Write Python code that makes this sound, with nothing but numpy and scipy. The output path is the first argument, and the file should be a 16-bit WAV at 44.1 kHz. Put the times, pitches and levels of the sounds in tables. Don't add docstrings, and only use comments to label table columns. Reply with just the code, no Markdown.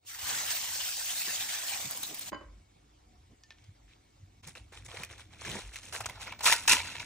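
import sys
import numpy as np
from scipy import signal
from scipy.fft import rfft, irfft, next_fast_len
from scipy.io import wavfile
from scipy.ndimage import uniform_filter1d, map_coordinates

SR = 44100
rng = np.random.default_rng(int(sys.argv[2]) if len(sys.argv) > 2 else 0)


def digitize_waveform(pressure):
    field = np.atleast_2d(pressure).T
    bounded = np.clip(field, -1, 1)
    quanta = np.round(bounded * 32767).astype(np.int16)
    wavfile.write(sys.argv[1], SR, quanta)


N = 310905

BOIL = [(.05, -73, 22.5), (.07, -51.5, -20), (.15, -50, -2), (.178, -51, 3.5), (.22, -44.5, 4),
        (.31, -38.5, 6), (.54, -40.5, 2), (.88, -40.5, -2.5), (1.19, -38.5, -3.5), (1.57, -42, 2.5),
        (1.76, -41.5, 4), (1.94, -45.5, 4.5), (2.15, -49, 6), (2.19, -49, 1), (2.25, -56, 4.5),
        (2.29, -51, 7), (2.3, -52, 1), (2.32, -66, 13)]
# t/s, level/dB over the fizz
MIDDLING = [(.07, -19), (.11, -3), (.25, -7.5), (.35, -5), (.69, -11.5), (1.44, -7), (1.55, -6),
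            (2.02, -14.5), (2.07, -11), (2.23, -11.5), (2.29, -9)]
MIDDLING_USUAL_DB = -8.5
# f/Hz, density/dB per Hz
FIZZ_MID = [(210, -40), (350, -27), (445, -13), (754, -2), (1260, -6), (1760, 1.5), (2070, 0), (3790, 2),
            (8310, 2.5), (11300, -19), (14800, 3.5), (16000, -22)]
FIZZ_SIDE = [(210, -23), (350, -15.5), (459, -17), (754, -6), (1140, -8), (2540, -1), (4670, -0.5),
             (10400, 2.5), (14800, -4), (16000, 2)]
SPUTTER_DB, SPUTTER_FROM_DB = 0.12, -52


def frying():
    boil = patchy(depth_db=3.0, size=(4, 10))
    boil = boil + amp(-10.0) * grains(count=12000, cycles=19, spread_db=3.5)
    boil = boil + amp(-11) * grains(count=1600, cycles=60, spread_db=2, top_hz=7000, size=800)
    dry_crackle = grains(count=3000, cycles=5, spread_db=3)
    boil = boil + amp(-10) * dry_crackle
    flutter_db = 0.52 * wobble(9.43) + 1.2 * wobble(45.85)
    boil = coloured(unit(boil * amp(flutter_db)), FIZZ_MID, FIZZ_SIDE, side_db=0.5)

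    fizz_db, low_db = curves(BOIL)
    t = np.arange(N) / SR
    weakness_db = np.clip(SPUTTER_FROM_DB - fizz_db, 0, 10)
    level = amp(fizz_db + SPUTTER_DB * weakness_db * wobble(25.8))
    level = level * (t > BOIL[0][0]) * (t < BOIL[-1][0])
    level = np.sqrt(level ** 2 + surges() * (t < BOIL[-2][0]))

    middling = filtered(boil, lambda f: 1 / (1 + ((f - 1750) / 450) ** 4))
    boil = boil + middling * (amp(curves(MIDDLING)[0] - MIDDLING_USUAL_DB) - 1)
    fizz = played(boil, level, level * amp(low_db), level)
    return fizz + swarms(fizz_db, count=14) + spits(count=24)


# t/s, peak level/dB, fade/dB per s
SURGES = [(0.189, -29, 250), (0.3494, -24, 250), (0.5028, -21, 250), (0.5494, -22, 250), (0.6994, -31, 250),
          (0.7994, -31, 250), (1.0994, -33, 250), (1.2794, -31, 250), (1.3994, -22.5, 250),
          (1.4894, -21.5, 250), (1.6801, -33, 250), (1.948, -27, 250), (2.0313, -28, 250),
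          (2.1394, -31, 250), (2.2099, -26.5, 250), (2.2598, -29, 250)]
SURGE_CREST_DB = 18.5


def surges():
    t = np.arange(N) / SR
    power = 0
    for s, db, fade in SURGES:
        power = power + (t > s) * amp(db - SURGE_CREST_DB - fade * np.clip(t - s, 0, .5)) ** 2
    return power


# t/s, level/dB before the swell, f/Hz
SWARMS = [(.327, -44, 1480), (.36, -44, 3340), (.5, -42.5, 1690), (.79, -39, 2980), (.85, -43.5, 3100),
          (1.086, -43, 2940), (1.278, -44, 1760), (1.397, -40.5, 3500), (1.478, -47, 2210),
          (1.678, -42.5, 2980), (1.722, -42, 2460), (2.026, -41.5, 3850)]
SWARM_S, SMALL_SWARM_DB = .05, -13


def swarms(fizz_db, count):
    out, draw = np.zeros((2, N + SR)), rng.random((count, 2))
    first, last = BOIL[2][0], BOIL[-3][0] - SWARM_S
    starts = first + (last - first) * draw[:, 0]
    small = [(s, fizz_db[round(s * SR)] + SMALL_SWARM_DB, 1400 * 3 ** v) for s, v in zip(starts, draw[:, 1])]
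    swell = np.sin(np.pi * np.linspace(0, 1, round(SWARM_S * SR)) ** 0.66) ** 2
    for s, db, hz in [*SWARMS, *small]:
        song = signal.lfilter(*signal.iirpeak(hz, 13, SR), rng.standard_normal((2, len(swell))))
        place(out, s, amp(db) * swell * unit(song) * [[1], [.7]])
    return out[:, :N]


# t/s, peak level/dB before colouring
SPITS = [(.072, -48), (.551, -39), (1.487, -35), (1.553, -24), (1.682, -35), (1.695, -21), (1.91, -17),
         (1.974, -24), (2.031, -18.5), (2.069, -27), (2.077, -27), (2.145, -22), (2.194, -22), (2.211, -38)]
SPIT_T60_S, SMALL_SPIT_DB = 0.017, -39.5


def spits(count):
    out, t = np.zeros((2, N + SR)), np.arange(SR // 20) / SR
    draw = rng.random((count, 2))
    first, last = BOIL[1][0], BOIL[-2][0]
    small = [(first + (last - first) * u ** 0.34, SMALL_SPIT_DB + 12 * v) for u, v in draw]
    for s, db in [*SPITS, *small]:
        tick = amp(-60 * t / SPIT_T60_S) * rng.standard_normal((2, len(t)))
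        place(out, s, amp(db) * tick / np.abs(tick).max(axis=1, keepdims=True))
    mid_db = [(2000, -14), (6000, -18), (11000, -7.0), (15000, -10)]
    side_db = [(3000, -26), (7000, -12.0), (11000, 7.0), (15000, 3)]
    return filtered(out[:, :N], lambda f: amp([along(mid_db, f), along(side_db, f)]))


# f/Hz, density/dB per Hz
RUB_MID = [(210, -41), (350, -3.5), (424, -6.5), (530, -1), (584, -8), (643, -3.5), (1240, -3.5), (2350, 2),
           (2980, -6), (3620, -5), (4200, -6), (4680, -14), (5550, -7), (7000, -11), (9900, -16.5),
           (16000, -72)]
RUB_SIDE = [(210, -40), (350, -11), (857, -5.5), (1410, -53), (2130, -14), (3130, 4), (5940, -11),
            (8570, -13), (13000, -16), (15000, -11), (16000, -17)]
# f/Hz, density/dB per Hz
CRUST_MID = [(210, -42), (350, -9), (566, -2.5), (959, 1.5), (1240, -4), (1340, 2.5), (1630, -1),
             (2670, 3.5), (3030, -5.5), (4000, -3), (4700, -11), (5600, -4), (7000, -8), (11300, -19.5),
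             (16000, -90)]
CRUST_SIDE = [(210, -57), (350, -14), (959, -2), (1480, -27), (1820, -47), (1970, -25), (2670, 1.5),
              (3450, 1), (4600, 0.5), (6330, -13), (15000, -12), (16000, -3)]
# t/s, peak level/dB before colouring, shell f/Hz, treble level/dB before the crack boost
SNAPS = [(4.435, -45, 1910, -12), (4.4746, -27, 2360, 4), (4.5521, -31, 2640, -14),
         (4.5715, -33, 2700, -15), (4.732, -37.5, 1460, -8), (4.8568, -39, 2000, -4),
         (4.8624, -38, 2030, -10), (4.883, -42, 2060, -17), (4.9497, -34, 2060, -18),
         (4.972, -32, 2340, -21), (5.0348, -13.5, 2430, -5), (5.0484, -23, 3540, 3),
         (5.0923, -38, 1970, -7), (5.1104, -38, 2130, -19), (5.182, -36, 2030, -13),
         (5.345, -46, 2500, -20), (5.392, -40, 2560, -18), (5.414, -40, 2470, -10),
         (5.4495, -27, 1686, -23), (5.471, -32, 2430, -14), (5.4914, -27, 2300, -6),
         (5.5159, -20, 3520, -10), (5.547, -38, 2260, -28), (5.5557, -28.5, 910, -14),
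         (5.6191, -38, 2300, -16), (5.6504, -38, 2730, -15), (5.7364, -30, 2510, -9),
         (5.758, -20.5, 2640, -6), (5.766, -29, 3970, -2), (5.863, -35, 2660, -14), (5.9259, -33, 1650, -1),
         (5.9433, -27, 1530, -18), (5.958, -29, 1600, -12), (5.9674, -28, 2400, 0), (5.998, -35, 2500, -4),
         (6.008, -21, 1300, -4), (6.038, -34, 2000, -6), (6.049, -28, 2800, -8), (6.058, -18, 1094, 2),
         (6.0972, -22, 2080, -12), (6.145, -43, 1320, -4), (6.199, -33, 830, -11), (6.2163, -33, 2120, -7),
         (6.2243, -29, 2510, -4), (6.2721, -26, 2200, -15), (6.277, -30, 1460, -20),
         (6.293, -33, 2200, -16), (6.323, -20, 2300, -18), (6.394, -33, 4360, -8), (6.4079, -22, 950, -2),
         (6.438, -29, 1000, -8), (6.443, -19, 925, -5), (6.4475, -10, 2330, 6), (6.4562, -4, 3570, -0.5),
         (6.462, -14, 1300, -6), (6.467, -5, 2400, -7), (6.4735, -8, 2300, -10), (6.489, -12, 2200, -10),
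         (6.505, -13, 1800, -6), (6.519, -17, 2200, -10), (6.4806, -8.5, 1310, -14),
         (6.4975, -9, 1700, -14), (6.5245, -2, 2090, -9), (6.538, -12, 1500, -5.5), (6.551, -32, 1780, -7),
         (6.588, -30, 2600, -9), (6.612, -38, 2400, -10), (6.6781, -8, 2550, 4), (6.682, -9.5, 960, -10),
         (6.696, -9, 1490, -4), (6.701, -9, 1980, -10), (6.7115, -5, 2760, -9), (6.7165, -10, 2500, -5),
         (6.7225, -9, 2400, -16), (6.7275, -6.5, 2720, -14), (6.733, -2, 1960, -7), (6.742, -24, 2500, 0),
         (6.7654, -19, 3970, -26), (6.798, -33, 2600, -20), (6.802, -15, 2300, -26),
         (6.815, -29, 2100, -20), (6.825, -29, 2400, -20), (6.8324, -23, 2770, -23),
         (6.853, -29, 1886, -23), (6.8793, -38, 2440, -21), (6.886, -29, 1510, -16),
         (6.921, -33, 2060, -18), (6.926, -32, 2650, -14), (6.9536, -22, 1790, -24),
         (6.9823, -25.5, 2390, -23), (7.003, -21.5, 2350, -22), (7.0319, -40, 2400, -12)]
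PRESS_S = 5.926


def crust():
    clumps = amp(0.75 * wobble(60) + 1.02 * wobble(250))
    rustle = patchy(depth_db=2.5, size=(4, 2)) + amp(-3.0) * grains(count=6000, cycles=12, spread_db=4.2)
    rustle = unit(clumps * rustle)
    rubbed = coloured(rustle, RUB_MID, RUB_SIDE, side_db=-4.0)
    pressed = coloured(rustle, CRUST_MID, CRUST_SIDE, side_db=-2.5)
    rustle = np.where(np.arange(N) / SR < PRESS_S, rubbed, pressed)

    gains = moves()
    snaps = bursts([*SNAPS, *small_snaps(gains[0], count=220)], crack_db=10.0)
    mid_db = [(7000, -6.5), (14000, -21.5)]
    side_db = [(1500, -30), (5000, -6.0), (14000, -8)]
    snaps = filtered(snaps, lambda f: amp([along(mid_db, f), along(side_db, f)]))
    return played(rustle, *gains) + snaps + room(snaps, level_db=-13) + drag()


# level/dB over the rustle, treble level/dB over the rustle
MOVES = [(3.55, 0.055, .02, -73, 60, -15, -4), (3.837, 0.077, .004, -64.5, 294, -12, -11),
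         (4.423, 0.012, 0.026, -60, 300, 0.5, 3.5), (4.462, 0.012, 0.012, -58.5, 498, 7.5, 16),
         (4.551, .002, 0.004, -54.5, 500, 4.5, 4.5), (4.561, 0.0035, .008, -57, 450, 5.5, 5),
         (4.717, 0.0059, 0.059, -57, 321, 2.5, 4), (4.841, 0.013, 0.0092, -59, 900, 3, 15),
         (4.88, .002, 0.12, -56.5, 200, 6, 4.5), (4.897, 0.052, 0.096, -53, 600, 6, 5),
         (5.079, 0.028, 0.023, -56.5, 350, 5, 4), (5.158, 0.025, 0.025, -57.5, 302, 2, 5.5),
         (5.279, 0.057, 0.0036, -60.5, 150, 3, 0), (5.361, 0.051, 0.03, -52.5, 200, 0, 4.5),
         (5.447, 0.0024, 0.13, -46, 138, 0, 5), (5.708, 0.03, 0.0042, -53, 499, -4, 8),
         (5.757, 0.0018, .006, -47, 300, -6, 4), (5.801, 0.035, 0.027, -58, 100, 3, 11.5),
         (5.922, 0.0031, 0.037, -47.5, 350, 8, 9), (6.003, 0.0015, .003, -47, 696, 12.5, 10),
         (6.029, 0.011, .003, -50.5, 900, 2, -4), (6.057, 0.0011, 0.0026, -40.5, 1100, 3, 7),
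         (6.086, 0.0037, 0.0072, -50, 800, 8.5, 6), (6.097, 0.022, 0.072, -59.5, 200, 8, -3),
         (6.183, 0.035, 0.006, -47.5, 298, 1.5, 5.5), (6.246, 0.025, .004, -45.5, 221, 0.5, -17),
         (6.319, 0.0012, 0.0032, -52.5, 698, 12, -14), (6.387, 0.0048, .002, -53, 891, 5, 2),
         (6.405, 0.0032, 0.0027, -42.5, 902, 6, 0), (6.418, 0.025, .008, -40, 300, 2, 15),
         (6.458, 0.0012, 0.02, -26, 212, -5, 9), (6.518, 0.0028, 0.014, -27.5, 1200, -3, 7.5),
         (6.54, .003, .004, -49, 96, -14, -8), (6.677, 0.00065, 0.0021, -22, 1004, -9, 8),
         (6.691, 0.0051, 0.011, -26.5, 605, -11, 7.5), (6.708, 0.0082, 0.014, -24.5, 500, -13, 9),
         (6.743, 0.0039, 0.028, -39.5, 246, -2, -8), (6.82, 0.025, 0.071, -47.5, 161, -4.5, -20),
         (6.945, 0.0047, 0.0049, -46.5, 400, -2, -19), (6.995, 0.003, 0.0053, -43, 292, -4, -1.5)]
SETTLE_DB, SETTLE_DB_PER_S = -23.5, 57


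def moves():
    t, power = np.arange(0, N, 8) / SR, 1e-12
    for s, swell, hold, db, fade, body_db, treble_db in MOVES:
        after = np.maximum(t - s - swell - hold, 0)
        rise = np.clip((t - s) / max(swell, 1e-4), 0, 1) ** 2
        shape = rise * (amp(-fade * after) + amp(SETTLE_DB - SETTLE_DB_PER_S * after))
        power = power + (amp(db + np.array([[0], [body_db], [treble_db]])) * shape) ** 2
    return np.repeat(np.sqrt(power), 8, axis=1)[:, :N]


SNAP_CYCLES, SNAP_RISE_S = 28.3, 0.00052
CRACK_T60_S = 0.04
SHEET_HZ, SHEET_DB, SHEET_T60_S = 973, -9, 0.04


def bursts(events, crack_db):
    out, t = np.zeros((2, N + SR)), np.arange(SR // 30) / SR
    for s, db, hz, treble_db in events:
        fade = amp(-60 * t * hz / SNAP_CYCLES) * (1 - np.exp(-t / SNAP_RISE_S))
        noise = rng.standard_normal((2, 2, len(t)))
        shell = unit(signal.lfilter(*signal.iirpeak(hz, 4, SR), noise[0]))
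        shell = shell + 1.73 * np.sin(2 * np.pi * hz * t)
        crack = np.diff(noise[1], prepend=0) * amp(treble_db + crack_db - 60 * t / CRACK_T60_S)
        snap = fade * (shell * [[1], [.4]] + crack)
        drum_hz = SHEET_HZ * (1 + 0.032 * noise[0, 0, 0])
        drum = amp(SHEET_DB - 60 * t / SHEET_T60_S) * np.sin(2 * np.pi * drum_hz * t)
        snap = snap + (s > PRESS_S) * drum * [[1], [.1]]
        place(out, s, amp(db) * snap / np.abs(snap[0]).max())
    return out[:, :N]


SMALL_SNAP_DB, SMALL_SNAP_HZ = 2, 2100


def small_snaps(level, count):
    at, draw = rng.uniform(MOVES[2][0], N / SR, count), rng.standard_normal((count, 3))
    db = 20 * np.log10(level[(at * SR).astype(int)]) + SMALL_SNAP_DB + 1.6 * draw[:, 0]
    hz = np.clip(SMALL_SNAP_HZ * np.exp(0.28 * draw[:, 1]), 600, 8000)
    treble_db = -10.5 + 5.5 * draw[:, 2]
    return np.transpose([at, db, hz, treble_db])


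# f/Hz, density/dB per Hz
DRAG_COLOUR = [(29, -40), (50, -9.5), (206, -1), (269, -14), (342, -7), (575, -17), (900, -20), (1170, -49),
               (1980, -120)]
DRAG_S, DRAG_RISE_S, DRAG_HOLD_S, DRAG_FALL_S, DRAG_DB = 5.445, .03, .095, .03, -45


def drag():
    knots = np.cumsum([DRAG_S, DRAG_RISE_S, DRAG_HOLD_S, DRAG_FALL_S])
    shape = np.interp(np.arange(N) / SR, knots, [0, 1, 1, 0])
    rumble = filtered(rng.standard_normal((2, N)), lambda f: amp(along(DRAG_COLOUR, f)))
    return amp(DRAG_DB) * shape * unit(rumble) * [[1], [.2]]


# t/s, drive level/dB, t60 of the clunk/s
KNOCKS = [(2.318, -39, 0.036), (2.327, -35, 0.041), (2.344, -36.5, 0.025), (2.358, -48, 0.03),
          (2.365, -66, 0.14), (2.407, -55, 0.14)]
# f/Hz, width/Hz, level/dB
STOVE = [(290, 63, 10.5), (563, 60, 8.5), (1050, 146, 9), (1590, 170, 2), (1980, 320, -1)]
# f/Hz, usual level/dB, t60/s
PAN = [(1044, -17, .2), (1319, -24, .18), (1583, -21, .15), (2180, -25, .1), (2993, -15.5, .16),
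       (3030, -26, .1), (4102, -32, .1), (4603, -36, .14), (4834, -18, .045), (6718, -27, .09)]
STOVE_TOP_HZ = 2600


def pan():
    shake, metal, t = np.zeros((2, N + SR)), np.zeros((2, N + SR)), np.arange(SR // 4) / SR
    rise = 1 - np.exp(-t / .002)
    for s, db, t60 in KNOCKS:
        place(shake, s, amp(db + 14.5 - 60 * t / t60) * rise * rng.standard_normal((2, len(t))))
        place(metal, s, amp(db) * rise * ring(PAN, t))

    def body(f):
        total = 0
        for k, (hz, width, db) in enumerate(STOVE):
            total = total + (-1) ** k * amp(db) * 1j * f * width / (hz * hz - f * f + 1j * f * width)
        return total / (1 + 1j * f / STOVE_TOP_HZ) ** 2

    rattle = metal[:, :N] * amp(4 * wobble(80))
    out = (filtered(shake[:, :N], body) + rattle) * amp([[0], [-5]])
    return out + room(out, level_db=-6.5)


# t/s, ring level/dB, click drive/dB over the ring, click f/Hz
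TAPS = [(3.436, -56, 11, 4800), (3.506, -46, 9, 2200), (3.523, -66, 16, 2700), (3.585, -76, 21, 2300),
        (3.642, -80, 28, 6200), (3.647, -82, 24, 2300)]
# f/Hz, usual level/dB, t60/s
PLATE = [(1789, -7, .12), (2522, -14, .06), (2975, -15, .09), (4585, -16, .06), (5319, -19, .04),
         (6686, -27, .05)]


def plate():
    out, t = np.zeros((2, N + SR)), np.arange(SR // 4) / SR
    for s, db, click_db, hz in TAPS:
        scratch = unit(signal.lfilter(*signal.iirpeak(hz, 2, SR), rng.standard_normal((2, len(t)))))
        fade = amp(-60 * t / .008) + amp(-20 - 60 * t / .12)
        click = amp(click_db - 6) * fade * scratch
        place(out, s, amp(db) * (ring(PLATE, t) + click))
    mid_db = [(700, 8), (1800, 1.5), (6000, 5.5), (11000, -15)]
    side_db = [(2000, -16.0), (8000, 1)]
    out = filtered(out[:, :N], lambda f: amp([along(mid_db, f), along(side_db, f)]))
    return out + room(out, level_db=-12)


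def ring(modes, t):
    out = 0
    for (hz, db, t60), more_db in zip(modes, rng.normal(0, 2, (len(modes), 2, 1))):
        out = out + amp(db + more_db - 60 * t / t60) * np.sin(2 * np.pi * (hz * t + rng.random((2, 1))))
    return out


# f/Hz, t60/s
KITCHEN = [(200, 0.37), (2000, 0.36), (12000, 0.13)]
ROOM_STEP_S = .5


def room(x, level_db):
    out, step = np.zeros((2, N + 2 * SR)), round(ROOM_STEP_S * SR)
    hz, t, z = signal.stft(rng.standard_normal((N // step + 1, 2, SR // 2)), SR, nperseg=256)
    tails = signal.istft(z * amp(-60 * t / along(KITCHEN, hz)[:, None]), SR, nperseg=256)[1]
    for at, tail in zip(range(0, N, step), tails):
        answer = signal.fftconvolve(x[:, at:at + step], tail / np.linalg.norm(tail[0]), axes=1)
        out[:, at:at + answer.shape[1]] += answer
    return amp(level_db) * out[:, :N]


# f/Hz, density/dB per Hz
AIR_MID = [(150, -61), (250, -38), (287, -3), (421, -10.5), (1020, -13.5), (1610, -16), (2160, -12.5),
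           (2760, -15), (4730, -15.5), (8260, -21), (9330, -40), (16000, -51)]
AIR_SIDE = [(150, -24), (250, -2), (278, -15), (313, -6.5), (816, -6), (2360, -21.5), (3770, -13.5),
            (4190, -20), (7700, -15.5), (16000, -23.5)]
AIR_DB = -74
# t/s, hum near 50 Hz level/dB, hum near 100 Hz level/dB, rumble level/dB
HUM = [(0, -86, -65, -88), (.3, -69, -68.5, -62), (.8, -75, -68, -68), (2.25, -79, -70.5, -66),
       (2.4, -59, -58, -68), (2.7, -69.5, -69.5, -73), (4.35, -65.5, -66.5, -73.5),
       (4.5, -63, -62.5, -70.5), (5.6, -64, -58, -69.5), (7.05, -60, -59.5, -59.5)]
# f/Hz, width/Hz, usual level/dB
WHINES = [(302, 18, -82), (734, 63, -86.5), (2223, 44, -86)]


def kitchen():
    air = amp(AIR_DB) * coloured(patchy(depth_db=2.5, size=(6, 6)), AIR_MID, AIR_SIDE, side_db=-1.0)
    bands = [(51.6, 11, -33), (93.3, 60, -22.0), (201, 327, -11.0)]  # f/Hz, width/Hz, difference level/dB
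    low = 0
    for level_db, (hz, width, side_db) in zip(curves(HUM), bands):
        band = filtered(rng.standard_normal((2, N)), lambda f: 1 / (1 + np.abs((f - hz) / width * 2) ** 3))
        low = low + amp(level_db + 2.56 * wobble(9)) * unit(band) * amp([[0], [side_db]])
    for hz, width, db in WHINES:
        whine = filtered(rng.standard_normal(N), lambda f: 1 / (1 + ((f - hz) / width * 2) ** 2))
        low = low + amp(db + 3.5 * wobble(8.3)) * unit(whine) * [[1], [.3]]
    return air + low + thumps()


# middle t/s, drive level/dB, f/Hz, length/s
THUMPS = [(0.252, -60.5, 80, .1), (1.287, -56.5, 263, 0.063), (1.863, -52.5, 153, 0.078),
          (2.118, -53, 250, 0.08), (2.328, -48.5, 247, 0.04), (2.492, -60, 52.4, .14),
          (3.025, -62.5, 50.7, .12), (3.171, -58.5, 55, 0.14), (3.323, -64.5, 235, 0.076),
          (3.696, -57, 97, 0.095), (3.896, -63, 50, .16), (4.238, -55.5, 94, 0.11),
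          (4.475, -57, 133, 0.069), (4.624, -55.5, 60.7, .1), (4.827, -56.5, 96, 0.11),
          (5.008, -55, 149, .09), (5.302, -60, 96, .1), (5.589, -52, 420, 0.043), (5.668, -52, 49.3, .14),
          (6.1, -59, 109, 0.09), (6.479, -55, 170.4, 0.091), (6.733, -48, 260, 0.12),
          (6.971, -58, 96, 0.083)]
THUMP_WIDTH_HZ, WIDER = 186, 1.95


def thumps():
    out = np.zeros((2, N + SR))
    for s, db, hz, length in THUMPS:
        swell = np.hanning(round(length * SR))
        noise = rng.standard_normal((2, SR // 2))
        width = THUMP_WIDTH_HZ * (hz / 200) ** WIDER
        for _ in range(2):
            noise = signal.lfilter(*signal.iirpeak(hz, hz / width, SR), noise)
        settled = unit(noise[:, -len(swell):])
        place(out, s - length / 2, amp(db) * swell * settled * [[1.4], [hz / 1200]])
    return out[:, :N]


def amp(db):
    return 10 ** (np.asarray(db) / 20)


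def unit(x):
    return x / np.sqrt(np.mean(x ** 2) + 1e-20)


def place(out, s, sound):
    out[:, round(s * SR):][:, :sound.shape[1]] += sound


def along(points, hz):
    f, v = np.transpose(points)
    return np.interp(np.log(hz + 1), np.log(f + 1), v)


def curves(rows):
    s, *cols = np.transpose(rows)
    return [np.interp(np.arange(N) / SR, s, c) for c in cols]


def wobble(rate):
    knots = rng.standard_normal(int(N * rate / SR) + 4)
    return map_coordinates(knots, [np.arange(N) * rate / SR])


def filtered(x, response):
    m = next_fast_len(N + SR // 2)
    return irfft(rfft(x, m) * response(np.fft.rfftfreq(m, 1 / SR)), m)[..., :N]


def patchy(depth_db, size):
    z = signal.stft(rng.standard_normal((2, N)), nperseg=512)[2]
    field = uniform_filter1d(rng.standard_normal(z.shape[1:]), size=size[0], axis=0)
    field = uniform_filter1d(field, size=size[1], axis=1)
    return unit(signal.istft(z * amp(depth_db * unit(field)), nperseg=512)[1][:, :N])


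def grains(count, cycles, spread_db, top_hz=16000, size=128):
    draw, k = rng.random((count, 5)), np.arange(size)
    hz = 400 + (top_hz - 400) * draw[:, 1:2]
    strength = amp(spread_db * np.minimum(-np.log(1 - draw[:, 2:3]), 3.5))
    gain = strength * np.sqrt(hz) * amp(-60 * k / SR * hz / cycles)
    at = ((draw[:, :1] * N).astype(int) + k).ravel()
    pair = []
    for phase in (draw[:, 3:4], draw[:, 4:5]):
        rings = gain * np.sin(2 * np.pi * (hz * k / SR + phase))
        pair.append(np.bincount(at, rings.ravel(), minlength=N)[:N])
    return unit(np.array(pair))


def coloured(pair, mid, side, side_db):
    hz = np.linspace(1500, 8000, 200)
    scale = np.sqrt(np.mean(amp(along(mid, hz)) ** 2) * 6500 / (SR / 2))
    return filtered(pair, lambda f: amp([along(mid, f), along(side, f) + side_db])) / scale


def played(pair, level, low_level, high_level):
    low = filtered(pair, lambda f: 1 / (1 + (f / 1300) ** 4))
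    high = filtered(pair, lambda f: 1 / (1 + (6000 / (f + 1)) ** 4))
    return (pair - low - high) * level + low * low_level + high * high_level


# t/s, half length/s
CUTS = [(0, .05), (2.309, .016), (4.42, .01)]
LAG_S = 2e-5


def scene():
    mid, side = frying() + crust() + pan() + plate() + kitchen()
    balance = [(60, 0.0034), (500, 0.13), (3000, 0.025), (6000, 0.016)]
    lean = filtered(mid, lambda f: along(balance, f) - 1j * np.sin(np.pi * f * LAG_S))
    t = np.arange(N) / SR
    fades = np.prod([np.clip(np.abs(t - s) / half, .2, 1) for s, half in CUTS], axis=0)
    return np.array([mid + side - lean, mid - side + lean]) * fades


TOP_HZ = 15750


def record(dry):
    return filtered(dry, lambda hz: hz < TOP_HZ)


dry = scene()
out = record(dry)
digitize_waveform(out)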